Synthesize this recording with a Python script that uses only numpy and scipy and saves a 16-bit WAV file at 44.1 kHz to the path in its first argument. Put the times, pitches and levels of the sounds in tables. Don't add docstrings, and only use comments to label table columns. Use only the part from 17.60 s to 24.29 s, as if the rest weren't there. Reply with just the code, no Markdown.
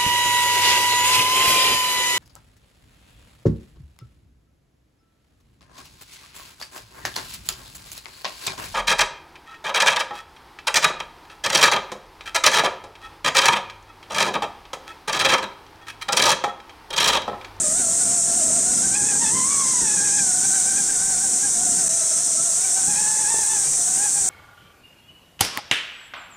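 import sys
import numpy as np
from scipy import signal
from scipy.fft import rfft, irfft
from scipy.io import wavfile
from scipy.ndimage import uniform_filter1d

SR = 44100
rng = np.random.default_rng(int(sys.argv[2]) if len(sys.argv) > 2 else 0)


def elevation(decibels):
    levels = np.asarray(decibels, float)
    return 10 ** (levels / 20)


def store_wav(level_fs):
    pcm = np.round(np.clip(np.atleast_2d(level_fs), -1, 1) * 32767)
    wavfile.write(sys.argv[1], SR, pcm.T.astype(np.int16))


N = 295029
CUT_S = 4.287


def evened(x):
    return x / np.sqrt(np.mean(x ** 2) + 1e-20)


def columns(rows):
    s, *values = np.transpose(rows)
    return [np.interp(np.arange(N) / SR, s, v) for v in values]


def humps(s, length_s, height):
    out = np.zeros(N)
    for at_s, span_s, top in np.broadcast(s, length_s, height):
        first = max(round((at_s - span_s / 2) * SR), 0)
        last = min(round((at_s + span_s / 2) * SR), N)
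        part = np.arange(first, last)
        out[part] += top * np.cos(np.pi * (part / SR - at_s) / span_s) ** 2
    return out


def drift(top_hz, count=N):
    return evened(signal.lfilter(*signal.butter(2, top_hz, fs=SR), rng.standard_normal(count)))


def noise(shape, patchy_db, size=512, tilt_db=np.zeros(N)):
    hop = size // 4
    hz = np.fft.rfftfreq(size, 1 / SR)
    shape_hz, shape_db = np.transpose(shape)
    real, imag, patches = rng.standard_normal((N // hop + 5, len(hz), 3)).T
    patches = uniform_filter1d(patches, size=6, axis=0)
    patches = evened(uniform_filter1d(patches, size=12, axis=1))
    colour_db = np.interp(np.log(hz + 1), np.log(shape_hz), shape_db, left=-90, right=-90)[:, None]
    frame_tilt_db = np.pad(tilt_db[::hop], (2, 5), "edge")[:real.shape[1]]
    tilt_db = np.outer(np.log2((hz + 1) / 8000), frame_tilt_db)
    z = (real + 1j * imag) * elevation(colour_db + tilt_db + patchy_db * patches)
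    return evened(signal.istft(z, nperseg=size, noverlap=size - hop)[1][:N])


# frequency in Hz, level in dB.
SHELL = [(600, -32), (690, -38), (780, -42.5), (870, -40.5), (1100, -43.5), (1300, -43), (1450, -44),
         (1620, -39), (1850, -44.5), (2200, -46), (2480, -33), (2800, -47), (3550, -33), (5000, -45)]
# centre in seconds, length in seconds, second partial in dB, higher partials in dB.
BITES = [(0.2, .1, 0.5, 5), (0.417, 0.067, 8, 10), (0.75, 1, -1.5, -1), (1.354, 0.1, 0, 11),
         (1.487, 0.098, 5, 14), (1.667, .14, 1, 11.5), (1.973, 0.37, -1, -4), (2.287, 0.081, 0, 7.5),
         (2.591, 0.062, 4, 11), (2.718, 0.21, 1, -12), (2.853, 0.064, -3, 0), (3.308, 0.069, 8, 2.5),
         (3.6, .5, 0.5, -8), (3.848, 0.074, 5, -3), (4.044, .25, -5, -22), (4.45, .45, 2, 4),
         (4.8, .1, 6, -1), (5.046, 0.059, 0, 5), (5.099, 0.3, -5, 5), (5.292, .1, -1, 0),
         (5.361, .08, -2, 8), (5.499, 0.21, 3, 1), (5.7, .2, 0.5, 2), (5.923, 0.098, -3, 2),
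         (6.12, .3, -9, 13), (6.452, 0.11, 3, 3), (6.578, 0.09, -2, 4)]


def motor():
    load_brightens, third_facing, third_offset_db = 0.37, 1.1, -3.5
    hz, effort_db, load_db, facing_db = drive()
    hz = hz * (1 + 0.01043 * drift(73.3) + 0.006 * drift(17.93))
    turns = np.cumsum(hz) / SR
    shaft = 2 * np.pi * turns / 14 + 1.2 * drift(20)

    s, length_s, bite_second_db, bite_upper_db = np.transpose(BITES)
    first_db = -facing_db / 2
    second_db = facing_db / 2 + load_brightens * load_db
    third_db = third_offset_db + third_facing * second_db + humps(s, length_s, bite_upper_db)
    second_db = second_db + humps(s, length_s, bite_second_db)
    levels_db = [first_db, second_db, third_db - 9.5, third_db - 15.5, third_db - 15.5, third_db - 9]
    throbs = [0.43, 0.14, 0.28, 0.2, 0.28, 0.27]

    shell_hz, shell_db = np.transpose(SHELL)
    shared_db = 1.32 * drift(26)
    out = np.zeros(N)
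    for k, (db, throb) in enumerate(zip(levels_db, throbs), 1):
        db = db + effort_db + np.interp(np.log(k * hz), np.log(shell_hz), shell_db)
        beads = elevation(2.5 - (1.56 + 0.77 * k) * drift(20.5) ** 2)
        flutter = elevation(shared_db) * beads * (1 + throb * np.cos(shaft + k))
        smear = 0.27 * k * drift(48)
        out += elevation(db) * np.sqrt(2) * flutter * np.sin(2 * np.pi * k * turns + smear)
    return out


# time in seconds, whine in Hz, effort in dB, facing in dB (plus favours upper partials).
THROTTLE = [(0.0, 660, 0.5, 3), (0.085, 612, -9, 0.5), (0.35, 673.5, -7.5, -3), (0.9, 635.6, -6, -5),
            (1.2, 674, -8.5, 1.5), (1.675, 862, -0.5, -3.5), (1.9, 1111, 4, -5), (2.05, 1030, -2.5, -6),
            (2.35, 802.6, -4.5, 4.5), (2.7, 739, -3.5, 2.5), (3.2, 718, -5.5, 3), (3.7, 742, -9, -3.5),
            (4.29, 650.5, -10.5, -3), (4.9, 652.8, -11.5, -1), (5.35, 763, -7, -4), (5.9, 836.5, -2.5, -1),
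            (6.25, 684, -11, -6), (6.69, 761, -7.5, -5)]
# centre in seconds, length in seconds, speed gain
# in percent, load in dB.
LURCHES = [(0.188, 0.16, 16.2, 6.5), (0.428, 0.13, 7.1, -1), (0.551, 0.2, 6.5, 0.5), (0.685, 0.15, 5.8, 0),
           (0.773, 0.11, 10.8, 5), (0.869, 0.061, 5.4, -4.5), (0.959, 0.13, 7.7, 3.5), (1.1, 0.2, 11.5, 3),
           (1.247, 0.12, 12.4, 4), (1.37, 0.24, 10.7, 2.5), (1.482, 0.11, 9, -1), (1.619, 0.09, 12, 4.5),
           (1.758, 0.12, 8.6, 2.5), (1.944, 0.11, 4.6, 0), (2.01, 0.11, 5.2, 5.5), (2.106, 0.11, 7.2, 0),
           (2.191, 0.17, 6.4, 2.5), (2.356, 0.12, 6.1, 1), (2.451, 0.14, 5.8, 1.5),
           (2.568, 0.19, 9.7, -0.5), (2.864, 0.11, 7.5, 8.5), (2.964, 0.15, 6.4, 2), (3.092, 0.13, 9.2, 2),
           (3.187, 0.18, 10.9, 1.0), (3.305, 0.11, 9.7, -2.5), (3.47, 0.2, 5.7, 7.5),
           (3.642, 0.12, 6.9, 2.5), (3.849, 0.14, 12.6, 4.5), (4.048, 0.2, 7.2, 8),
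           (4.192, 0.15, 13.7, 6.5),
           (4.363, 0.13, 4.3, -2), (4.486, 0.06, 1.8, -2), (4.641, 0.2, 7.5, -1), (4.838, 0.13, 9.6, 6),
               (5.042, 0.2, 11.1, 5), (5.178, 0.09, 7.0, 5), (5.3, 0.1, 12.2, 4), (5.405, 0.2, 10.1, 5),
               (5.519, 0.2, 11.1, 1), (5.61, 0.13, 9.0, 2.5), (5.722, 0.16, 10.4, 3), (5.798, 0.11, 7.6, 2),
               (5.924, 0.2, 5.3, 2), (6.132, 0.2, 5.9, -3), (6.328, 0.2, 8.0, 4), (6.442, 0.2, 15.0, 6.5),
               (6.567, 0.13, 10.3, 5)]
# centre in seconds, level in dB.
SLACKS = [(0.015, -7.5), (0.155, -4), (0.225, 0), (0.375, -4), (0.445, 0), (0.63, -6), (0.765, -6),
          (0.875, 0.5), (0.94, -4), (1.025, -7), (1.12, -4), (1.46, -3), (1.594, -10), (1.736, -9),
          (1.88, -5), (2.875, -14), (3.02, -3), (3.235, -5), (3.335, -3), (3.46, -12), (4.155, -9),
          (4.24, -4), (4.6, 2), (4.835, -9), (4.965, 0), (5.875, -5), (6.0, -8), (6.11, -11), (6.34, -3),
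          (6.535, -14)]


def drive():
    slack_s, base_effort_db = 0.082, 3
    hz, effort_db, facing_db = columns(THROTTLE)
    s, length_s, percent, lurch_db = np.transpose(np.array(LURCHES))
    load_db = humps(s, length_s, lurch_db)
    at_s, drop_db = np.transpose(SLACKS)
    slack_db = humps(at_s, slack_s, drop_db)
    hz = hz * np.exp(humps(s, length_s, percent) / 100)
    return hz, base_effort_db + effort_db + load_db + slack_db, load_db, facing_db


# frequency in Hz, density in dB per Hz.
GEARS = [(300, 4), (600, 3), (1000, 3.5), (1250, 1.5), (1650, 4.5), (2300, -0.5), (3000, -1.5),
         (4000, -0.5), (5500, 10.5)]


def gear_hiss():
    _, effort_db, _, _ = drive()
    s, length_s, _, bite_db = np.transpose(BITES)
    hiss_db = -43.5 + 0.06 * columns(NEARNESS)[0]
    hiss_db = hiss_db + 0.16 * effort_db + 0.1 * humps(s, length_s, bite_db)
    return elevation(hiss_db + 5.5 + 1.0 * drift(23)) * noise(GEARS, patchy_db=1.5, size=1024)


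# frequency in Hz, density in dB per Hz.
TYRES = [(40, -19), (75, -5.5), (120, -5.5), (190, 4), (215, 0), (245, 2.5), (290, -2.5), (400, -6),
         (560, -13), (900, -24)]
FAR_TYRES = [(40, -39), (90, -8), (165, 1.5), (230, -5.5), (400, -6.5), (560, -15), (900, -39)]
# time in seconds, nearness in dB.
NEARNESS = [
    (0.0, -2),
    (1.1, 4),
    (1.6, 3.5),
    (2.6, 0),
    (3.5, -2),
    (4.28, -0.5),
    (4.29, -7.5),
    (5.5, -6),
    (6.69, -3),
]
# centre in seconds, length in seconds, level in dB.
ROOTS = [(0.0, .15, 4), (0.5, .2, 2), (0.9, 0.22, 0), (1.231, 0.23, 0.5), (1.436, 0.074, 2),
         (1.759, 0.13, 3.5), (1.945, .3, -1.5), (2.233, 0.11, 6), (2.396, 0.15, 1), (2.63, 0.074, 2),
         (2.847, .2, 1), (3.801, .08, -8), (3.87, 0.091, 1), (4.15, 0.36, 2.5), (4.8, .1, 7.5),
         (5.28, 0.16, 5.5), (5.789, .12, 4.5), (5.88, 0.097, -4), (6.279, 0.21, -1), (6.62, .15, 1)]


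def tyres():
    _, _, load_db, _ = drive()
    rumble_db = -41.5 + columns(NEARNESS)[0] - 0.06 * load_db + humps(*np.transpose(ROOTS))
    near = noise(TYRES, patchy_db=1.5, size=2048)
    far = noise(FAR_TYRES, patchy_db=2.0, size=2048)
    return elevation(rumble_db + 1.1 * drift(24)) * np.where(np.arange(N) < CUT_S * SR, near, far)


# start in seconds, peak in dB, ring in Hz, t60 in seconds.
KNOCKS = [
    (0.193, -33, 248, 0.075),
    (1.424, -37, 154.5, 0.029),
    (2.238, -28.5, 163.3, 0.029),
    (2.262, -33, 206, 0.03),
    (5.282, -27, 173.6, 0.028),
    (5.743, -22, 448, 0.015),
    (5.757, -35, 405, 0.042),
    (5.787, -30, 423, 0.023),
]


def knocks():
    out, t = np.zeros(N), np.arange(4000) / SR
    modes = [(.6, 0.25), (1, 0.97), (1.5, 0.66), (2.1, 0.36)]
    for s, db, hz, t60_s in KNOCKS:
        ring = sum(share * np.sin(2 * np.pi * ratio * hz * t) for ratio, share in modes)
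        push = 1 - np.exp(-t * hz * 3)
        at = round(s * SR)
        out[at:at + len(t)] += elevation(db + 6.5 - 60 * t / t60_s) * ring * push
    return out


# start in seconds, end in seconds, pulse rate in Hz at start,
# pulse rate in Hz at end, level in dB, lowest multiple heard.
SOLOS = [
    (1.8, 2.02, 420.2, 420.4, -50, 10),
    (3.47, 3.78, 426.8, 427.5, -52, 10),
    (4.4, 4.75, 408, 410, -57, 10),
    (5.3, 5.95, 385, 406, -54, 10),
    (6.47, 6.75, 365, 366.5, -51, 12),
]


def solos():
    out = np.zeros(N)
    for start_s, end_s, from_hz, to_hz, db, lowest in SOLOS:
        part = slice(round(start_s * SR), round(end_s * SR))
        count = len(out[part])
        hz = np.linspace(from_hz, to_hz, count) * (1 + 0.00049 * drift(7.2, count))
        turns = np.cumsum(hz) / SR
        multiples = lowest + np.arange(3 if start_s > 5 else 1)
        lines = sum(elevation(1.3 * drift(12.0, count)) * np.cos(2 * np.pi * k * turns) for k in multiples)
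        out[part] = elevation(db) * np.sqrt(2) * signal.windows.tukey(count, .3) * lines
    return out


# time in seconds, swell of the chorus in dB,
# share of the lower choir in dB, tilt in dB per octave.
CHORUS = [(0.0, 0.1, -4.5, -0.3), (0.5, 0.6, -2, -1), (1.15, 1.0, -1, -1.5), (1.3, 0.2, -1.5, -2.5),
          (1.8, -0.4, 2, -2), (2.9, 0.74, 2, 0.5), (3.4, -0.55, 0.8, 0), (4.2, 0.5, 1.1, 1),
          (4.4, -0.7, 2.8, 0.6), (5.2, 0, 1.2, 1.3), (5.9, -0.4, 1.7, 2), (6.69, 0.4, -2.5, 2)]
# frequency in Hz, density in dB per Hz.
HIGH_CHOIR = [(5500, -25.5), (6500, -12.5), (7300, -7), (8150, -5), (8900, -7.5), (9800, -18),
              (11200, -31.5), (13000, -35), (15700, -41.5)]
LOW_CHOIR = [(3000, -27), (3600, -14.5), (4900, -17.5), (5200, -7.5), (5600, 2.5), (6200, 5.5), (6900, 0.5),
             (7800, -21)]


def cicadas():
    swell_db, share_db, tilt_db = columns(CHORUS)
    tilt_db = -1.4 + tilt_db + 0.8 * drift(1.5)
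    high_db = -20 + swell_db + 0.1 * drift(42)
    low_db = -29.5 + swell_db + share_db + 0.17 * drift(20)
    high = elevation(high_db) * noise(HIGH_CHOIR, patchy_db=0.12, size=1024, tilt_db=tilt_db)
    return high + elevation(low_db) * noise(LOW_CHOIR, patchy_db=2.0, size=4096)


# frequency in Hz, density in dB per Hz.
AIR = [(15, 3), (28, -2), (50, -8), (90, -7), (200, -33)]


def air():
    return elevation(-55.5) * noise(AIR, patchy_db=3.0, size=4096)


def scene():
    mono = motor() + gear_hiss() + tyres() + knocks() + solos() + cicadas() + air()
    return np.tile(mono, (2, 1))


def top_cut(x):
    return signal.sosfilt(signal.butter(12, 15830, fs=SR, output="sos"), x)


# centre in seconds, level in dB, low edge in Hz, high edge in Hz.
SPLITS = [
    (1.19, -21, 7500, 11200),
    (1.19, -44, 4200, 5300),
    (1.19, -52, 13000, 14500),
    (2.722, -32, 9000, 11800),
    (4.903, -24, 7500, 9800),
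    (4.903, -44, 4200, 5300),
    (5.486, -38, 9600, 11200),
    (5.81, -46, 10400, 15800),
]


def record(dry):
    fade_s, size = .006, 1764
    fade = np.clip(abs(np.arange(N) / SR - CUT_S) / fade_s, 0, 1)
    side = np.zeros(N)
    hz = np.fft.rfftfreq(size, 1 / SR)
    for s, db, low_hz, high_hz in SPLITS:
        part = slice(round(s * SR) - size // 2, round(s * SR) + size // 2)
        colour = uniform_filter1d(abs(rfft(dry[0, part] * np.hanning(size))), size=9)
        spectrum = rfft(rng.standard_normal(size)) * colour
        band = irfft(spectrum * (hz > low_hz) * (hz < high_hz))
        side[part] += elevation(db) * evened(band) * np.hanning(size)
    return top_cut(dry * fade + side * np.array([[1], [-1]]))


dry = scene()
out = record(dry)
store_wav(out)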